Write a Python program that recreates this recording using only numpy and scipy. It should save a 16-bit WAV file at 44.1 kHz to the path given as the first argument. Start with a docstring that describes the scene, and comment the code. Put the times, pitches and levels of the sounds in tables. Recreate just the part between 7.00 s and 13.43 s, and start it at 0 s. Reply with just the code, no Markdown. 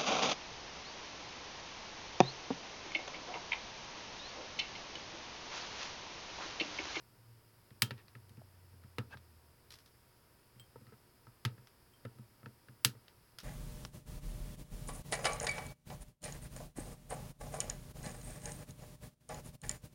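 """Flush cutters snip wire leads on a circuit board held in a bench vise, close to the microphone in a small room.
Each cut is a noise burst through the board's resonances, over decaying sines for the thump of vise and bench.
Between cuts the jaws tick (filtered bursts), nudge the board and squeak on the leads (wavering tone and grit);
with some cuts, and at times between them, the steel rings (decaying modes). Offcuts patter on the mat in shrinking
bounces. Behind lie hiss (shaped noise), hum (steady sines) and a faint falling drone like a distant engine."""
import sys
import numpy as np
from scipy import signal
from scipy.fft import rfft, irfft, next_fast_len
from scipy.io import wavfile
from scipy.ndimage import map_coordinates

SR = 44100
rng = np.random.default_rng(int(sys.argv[2]) if len(sys.argv) > 2 else 0)


def wav_record(signal):
    """Record a signal, one row per channel, as 16-bit PCM in the file named by sys.argv[1]."""
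    frames = np.transpose(np.atleast_2d(signal))
    bounded = np.clip(frames, -1, 1)
    # unit amplitude maps onto the largest positive 16-bit level
    quanta = np.round(bounded * 32767).astype(np.int16)
    wavfile.write(sys.argv[1], SR, quanta)


N = 283637
SIZE = 16384  # samples in one short sound
AGE = np.arange(SIZE) / SR  # seconds since a short sound began
GRID = np.fft.rfftfreq(SIZE, 1 / SR)  # Hz
TIME = np.arange(N) / SR  # seconds into the scene
SOFT_THUMP_TILT_DB = 0  # per octave, for nudges and bumps


def amp(db):
    """Decibels to gain."""
    return 10 ** (np.asarray(db) / 20)


def unit(x):
    """Scale to rms 1."""
    return x / np.sqrt(np.mean(x ** 2) + 1e-20)


def along(points, hz):
    """Interpolate (Hz, value) points on a log frequency axis."""
    point_hz, values = np.transpose(points)
    return np.interp(np.log(hz + 1), np.log(point_hz + 1), values)


def fade(t, t60):
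    """Free decay, 60 dB in t60 seconds."""
    return np.exp(-np.log(1000) * t / t60)


def wander(size, hz):
    """A smooth random curve of rms 1 that changes about hz times a second."""
    knots = rng.standard_normal(int(size * hz / SR) + 4)
    return unit(map_coordinates(knots, [np.arange(size) * hz / SR]))


def add(track, s, sound):
    """Mix a sound into the track at time s."""
    part = track[max(round(s * SR), 0):][:len(sound)]
    part += sound[:len(part)]


def filtered(x, gain):
    """Multiply the spectrum of x by a gain that is a function of frequency."""
    size = next_fast_len(N + SIZE)
    return irfft(rfft(x, size) * gain(np.fft.rfftfreq(size, 1 / SR)), size)[:N]


def coloured(x, gain):
    """Pass x through the minimum-phase filter with this gain on GRID, so nothing sounds before its cause."""
    # folding the cepstrum forward in time gives the minimum phase
    cepstrum = irfft(np.log(np.maximum(gain, 1e-6)))
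    cepstrum[1:SIZE // 2] *= 2
    cepstrum[SIZE // 2 + 1:] = 0
    impulse_response = irfft(np.exp(rfft(cepstrum)))
    return signal.fftconvolve(x, impulse_response)[:SIZE]


def air_hiss():
    """Steady room air and microphone hiss: noise with a fixed spectrum."""
    # spectrum of the air and hiss: hz, relative_level_db (per Hz)
    air_points = [(20, -7), (65, 0), (125, 2.5), (170, -5.5), (450, -8), (700, -12.5), (1300, -12.5),
                  (2500, -18.5), (4000, -22.5), (5100, -14.5), (6000, -26.5), (7300, -25.5), (10500, -19.5),
                  (17000, -23)]
    noise = filtered(rng.standard_normal(N), lambda hz: amp(along(air_points, hz)))
    return amp(-66.35) * unit(noise)


def hum():
    """Mains and fan: steady sines, each at a random phase."""
    # hum tones: pitch_hz, level_db (rms)
    hum_tones = [(120, -79), (360, -84.5), (946, -83.5)]
    out = np.zeros(N)
    for hz, db in hum_tones:
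        out += amp(db) * unit(np.sin(2 * np.pi * (hz * TIME + rng.random())))
    return out


def distant_engine():
    """A far engine runs down: its firing rate falls exponentially while its level flutters and dies away."""
    # level before the flutter: time_s, level_db (rms)
    level_points = [(0, -73.5), (.3, -62.5), (.7, -73), (1.35, -68), (1.52, -60.5), (2.1, -66), (2.33, -62),
                    (2.5, -71)]
    start_hz, slowing_s, fade_db_per_s = 121.4, 5.6, 14
    firing_hz = start_hz * np.exp(-TIME / slowing_s)
    phase = 2 * np.pi * np.cumsum(firing_hz) / SR + 0.17 * wander(N, hz=12)
    s, db = np.transpose(level_points)
    # the steady fade begins after the last point
    level_db = np.interp(TIME, s, db) - fade_db_per_s * np.maximum(TIME - s[-1], 0)
    flutter_db = 2.5 * wander(N, hz=10)
    return amp(level_db + flutter_db) * unit(np.sin(phase))


def blow(tear_t60, scatter_db, scatter_t60, room_db):
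    """A sharp push and a moment of tearing, their quick scatter off tool and bench, and the room's tail."""
    # decay of the small room: hz, t60_s
    room_decay = [(150, 0.59), (700, 0.22), (2000, 0.13), (5000, 0.14), (15000, 0.12)]
    tear = rng.standard_normal(SIZE) * fade(AGE, tear_t60) * (1 - np.exp(-AGE / .0005))
    scatter = rng.standard_normal(SIZE) * fade(AGE, scatter_t60) * (1 - np.exp(-AGE / 0.0018))
    # each band of the tail dies at its own rate
    hz, t, bands = signal.stft(rng.standard_normal(SIZE), SR, nperseg=256)
    bands = bands * fade(t, along(room_decay, hz)[:, None])
    tail = signal.istft(bands, SR, nperseg=256)[1][:SIZE]
    tail *= 1 - np.exp(-AGE / .002)
    push = np.zeros(SIZE)
    for gain, part in [(1, tear), (amp(scatter_db), scatter), (amp(room_db), tail)]:
        push += gain * part / np.linalg.norm(part)
    push[0] += .35  # the sharp push itself
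    return push / np.linalg.norm(push)


def taps(rows, spectrum, gain_db, scatter_db, scatter_t60, room_db):
    """Small contacts, too light to shake the bench: blows with the spectrum of what is touched."""
    out = np.zeros(N)
    for s, db, sizzle_db in rows:
        treble_db = along([(5500, 0), (9000, sizzle_db + 9.5)], GRID)
        colour = amp(along(spectrum, GRID) + treble_db)
        touch = coloured(blow(0.011, scatter_db, scatter_t60, room_db), colour)
        add(out, s + 0.0009, amp(db + gain_db) * touch)
    return out


def offcuts():
    """Snipped ends land on the mat: each touches three times, ever sooner and weaker."""
    # landings: start_s, level_db
    landings = [(2.7043, -39.5), (2.716, -44), (2.722, -42), (2.7382, -41.5), (2.7857, -47.5), (2.859, -49),
                (6.385, -32)]
    # spectrum of a touch on the mat: hz, relative_level_db
    mat_spectrum = [(200, -13), (800, -12), (1400, -3.5), (2200, -5), (3200, -2.5), (5400, 0), (7500, -13),
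                    (11500, -9), (16000, -21)]
    first_flight_s, flight_shrink, loss_db, sizzle_db = 0.016, 0.55, 8, -10.5  # loss at each bounce
    rows = []
    for s, db in landings:
        for k in range(3):
            rows.append((s, db - loss_db * k, sizzle_db))
            s = s + first_flight_s * flight_shrink ** k
    return taps(rows, mat_spectrum, gain_db=19.0, scatter_db=3.0, scatter_t60=0.015, room_db=1.0)


def jaw_ticks():
    """Light touches of the steel jaws."""
    # ticks: start_s, level_db, sizzle_db (relative to the level)
    ticks = [(0.978, -51.5, -25), (1.0807, -48, -36), (1.293, -53.5, 1), (2.1708, -45, -24),
             (3.5964, -51, -14), (4.671, -44.5, -18), (6.0804, -44.5, -22)]
    # spectrum of a touch of the jaws: hz, relative_level_db
    jaw_spectrum = [(200, -20), (700, -2), (1300, 3), (3500, 2), (5200, 1.5), (7500, -12), (16000, -15)]
    return taps(ticks, jaw_spectrum, gain_db=16.0, scatter_db=-14, scatter_t60=0.016, room_db=-6.0)


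def squeaks():
    """A jaw slips along a lead: steel sticks and slips on wire, a wavering squeal in a gritty scrape."""
    # slips: middle_s, length_s, squeal_hz, level_db, roughness (0-1, share of grit in the power)
    slides = [(0.996, 0.03, 1850, -66.5, 0.85), (1.397, 0.006, 852, -66, 0.3),
              (1.418, 0.0045, 660, -59, 0.3), (2.126, 0.021, 2620, -61.5, 0.55),
              (2.131, 0.025, 846, -58.5, 0.9), (2.136, 0.016, 1610, -53, 0.07),
              (3.891, 0.024, 1306, -71, 0.2), (3.934, 0.015, 1310, -69, 0.5)]
    middle = .1  # seconds into the short sound
    out = np.zeros(N)
    for s, length, squeal_hz, db, rough in slides:
        swell = np.exp(-np.pi * ((AGE - middle) / length) ** 2 / 2)
        tone = np.sin(2 * np.pi * squeal_hz * AGE + .5 * wander(SIZE, hz=323))
        slips = rng.standard_normal(SIZE) * amp(2.2 * wander(SIZE, hz=591))
        scrape_points = [(squeal_hz / 3, -12), (squeal_hz, 0), (squeal_hz * 2, -7), (squeal_hz * 5, -36)]
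        grit = coloured(slips, amp(along(scrape_points, GRID)))
        mixture = np.sqrt(1 - rough) * unit(tone) + np.sqrt(rough) * unit(grit)
        add(out, s - middle, amp(db + 2) * swell * mixture)
    return out


def rings():
    """The cutters spring free: their steel rings briefly and unsteadily in the hand."""
    # rings: start_s, level_db, tilt_db_per_octave (towards the high modes)
    releases = [(0.82, -33.5, 1), (3.597, -51.5, 0.5), (4.936, -63, 0), (5.849, -40.5, -3)]
    # modes of the steel: pitch_hz, relative_level_db, t60_s
    steel_modes = [(2630, -19.5, 0.1), (3180, -7, 0.16), (3120, -18, 0.13), (4300, -19, 0.13),
                   (8050, -8, 0.073), (16200, -7, .1)]
    out = np.zeros(N)
    for s, db, tilt_db in releases:
        for hz, mode_db, t60 in steel_modes:
            phase = 2 * np.pi * hz * AGE + hz / 5000 * wander(SIZE, hz=260)
            bright_db = tilt_db * np.log2(hz / steel_modes[0][0])
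            level_db = db + mode_db + bright_db + rng.normal(0, 2)
            add(out, s, amp(level_db) * np.sin(phase) * fade(AGE, t60))
    return out


def thump(tilt_db):
    """The vise rocks and the bench swells after it, a little differently under each grip."""
    # modes of vise and bench, before the grip varies them: pitch_hz, relative_level_db, t60_s, swell_s
    bench_modes = [(107.2, -2.5, 0.17, 0.057), (120, 2.5, 0.13, 0.014), (209.5, -5.5, 0.11, 0.013),
                   (227.4, -8.5, 0.11, 0.017), (287, -20.5, .16, 0.0034), (391.6, -28, 0.18, 0.0021),
                   (481.3, -10.5, 0.048, 0.0068)]
    out = np.zeros(SIZE)
    for hz, db, t60, swell in bench_modes:
        level, detune, phase = rng.standard_normal(3)
        sway = -np.sin(2 * np.pi * hz * (1 + .015 * detune) * AGE + phase * hz / 400)
        shape = fade(AGE, t60) * (1 - np.exp(-(AGE / swell) ** 2))
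        bright_db = tilt_db * np.log2(hz / bench_modes[0][0])
        out += amp(db + level + bright_db) * sway * shape
    return out


def strikes(rows):
    """Blows on the board, coloured by its resonances and the sharpness of contact, with a thump of the vise."""
    # modes of the clamped board: centre_hz, width_hz, relative_level_db
    board_modes = [(180, 240, 1.5), (462, 136, 3), (920, 102, 2), (1307, 133, 7), (1790, 520, 4.5),
                   (2390, 580, -9), (2724, 410, 0.5), (3730, 2200, 2.5), (4980, 1100, -3.5),
                   (7950, 6600, -3.5), (11500, 2900, -0.5), (15300, 4000, -9)]
    board = amp(-38.0)  # a little passes at every frequency
    for hz, width, db in board_modes:
        resonance = GRID * width / (hz ** 2 - GRID ** 2 + 1j * GRID * width)
        board = board + amp(db) * np.abs(resonance) ** 2
    out = np.zeros(N)
    for s, db, thump_db, crack_db, sizzle_db, note_hz, tilt_db in rows:
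        knock_db = -2.5 - 0.49 * crack_db  # the duller the contact, the more it bends the board
        sharpness_points = [(600, knock_db), (1500, 0.0054), (4200, crack_db + 0.5),
                            (8000, sizzle_db + 2), (17000, sizzle_db + 1)]
        sharpness_db = along(sharpness_points, GRID)
        # each spot on the board favours its own modes
        place_db = 3 * np.exp(-(np.log2((GRID + 1) / note_hz) / 0.39) ** 2)
        # a dull contact lasts longer than a clean break
        push = blow(tear_t60=.006 * amp(-crack_db / 4), scatter_db=-3, scatter_t60=.035, room_db=-10.5)
        knock = coloured(push, board * amp(sharpness_db + place_db))
        add(out, s + .001, amp(db + 23.5) * knock)
        add(out, s + 0.00084, amp(db + thump_db + 7.5) * thump(tilt_db))
    return out


def bumps():
    """The hand leans on the board: a thump of the vise with only a faint, low knock, as flesh is soft."""
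    # soft pushes: start_s, thump_level_db
    pushes = [(1.299, -53.5), (1.37, -47.5), (1.73, -55), (3.557, -56), (3.597, -58), (3.81, -52),
              (5.153, -54), (5.185, -46)]
    knock_db, crack_db, sizzle_db, note_hz = -10.5, -15, -15, 800  # knock relative to the thump
    rows = []
    for s, db in pushes:
        rows.append((s, db + knock_db, -knock_db, crack_db, sizzle_db, note_hz, SOFT_THUMP_TILT_DB))
    return strikes(rows)


def nudges():
    """A gentle nudge mostly rocks the vise; a harder one knocks, and wakes higher notes of the board."""
    # jaws seek a lead or let go: start_s, level_db, crack_db (relative to the level)
    contacts = [(0.705, -54.5, -10), (0.907, -33, -8.5), (1.151, -47.5, -13), (1.836, -54.5, -17),
                (2.143, -50, -15), (3.757, -50, -28), (3.867, -57.5, -10), (3.922, -57, -37),
                (4.268, -54, -17), (4.579, -54, -19), (5.05, -38.5, -22), (5.429, -52, -26),
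                (5.458, -42.5, -18), (5.684, -49.5, -17), (5.95, -57.5, -27)]
    # a typical nudge
    typical_db, typical_note_hz, typical_thump_db, sizzle_db = -53.5, 1400, 1, -27.5
    thump_lag = 0.28  # dB that the thump falls behind per dB of force
    note_db_per_octave = 30  # extra force that lifts the note an octave
    rows = []
    for s, db, crack_db in contacts:
        force_db = db - typical_db
        note_hz = typical_note_hz * 2 ** (force_db / note_db_per_octave)
        thump_db = typical_thump_db - thump_lag * force_db
        rows.append((s, db, thump_db, crack_db, sizzle_db, note_hz, SOFT_THUMP_TILT_DB))
    return strikes(rows)


def cuts():
    """A lead parts under the jaws: the sudden release cracks through the board and thumps the vise."""
    # cuts: start_s, level_db, then thump_db, crack_db, sizzle_db (all relative to the level),
    # note_hz (most favoured on the board), thump_tilt_db_per_octave
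    parting_leads = [(0.82, -21, -12, -2, -6, 2950, -0.5), (1.983, -28.5, -7, -13, -25, 1070, 0.5),
                     (4.45, -25.5, -2.5, -6, -19, 1020, -6), (5.847, -21.5, -12.5, 2, -1, 1410, 2)]
    return strikes(parting_leads)


def scene():
    """Everything on the bench, heard by one microphone."""
    behind = air_hiss() + hum() + distant_engine()
    tools = offcuts() + jaw_ticks() + squeaks() + rings()
    board = bumps() + nudges() + cuts()
    return (behind + tools + board)[None]


def record(dry):
    """The recorder keeps nothing above its band limit."""
    top_hz = 17300
    return filtered(dry[0], lambda hz: hz < top_hz)[None]


dry = scene()
out = record(dry)
wav_record(out)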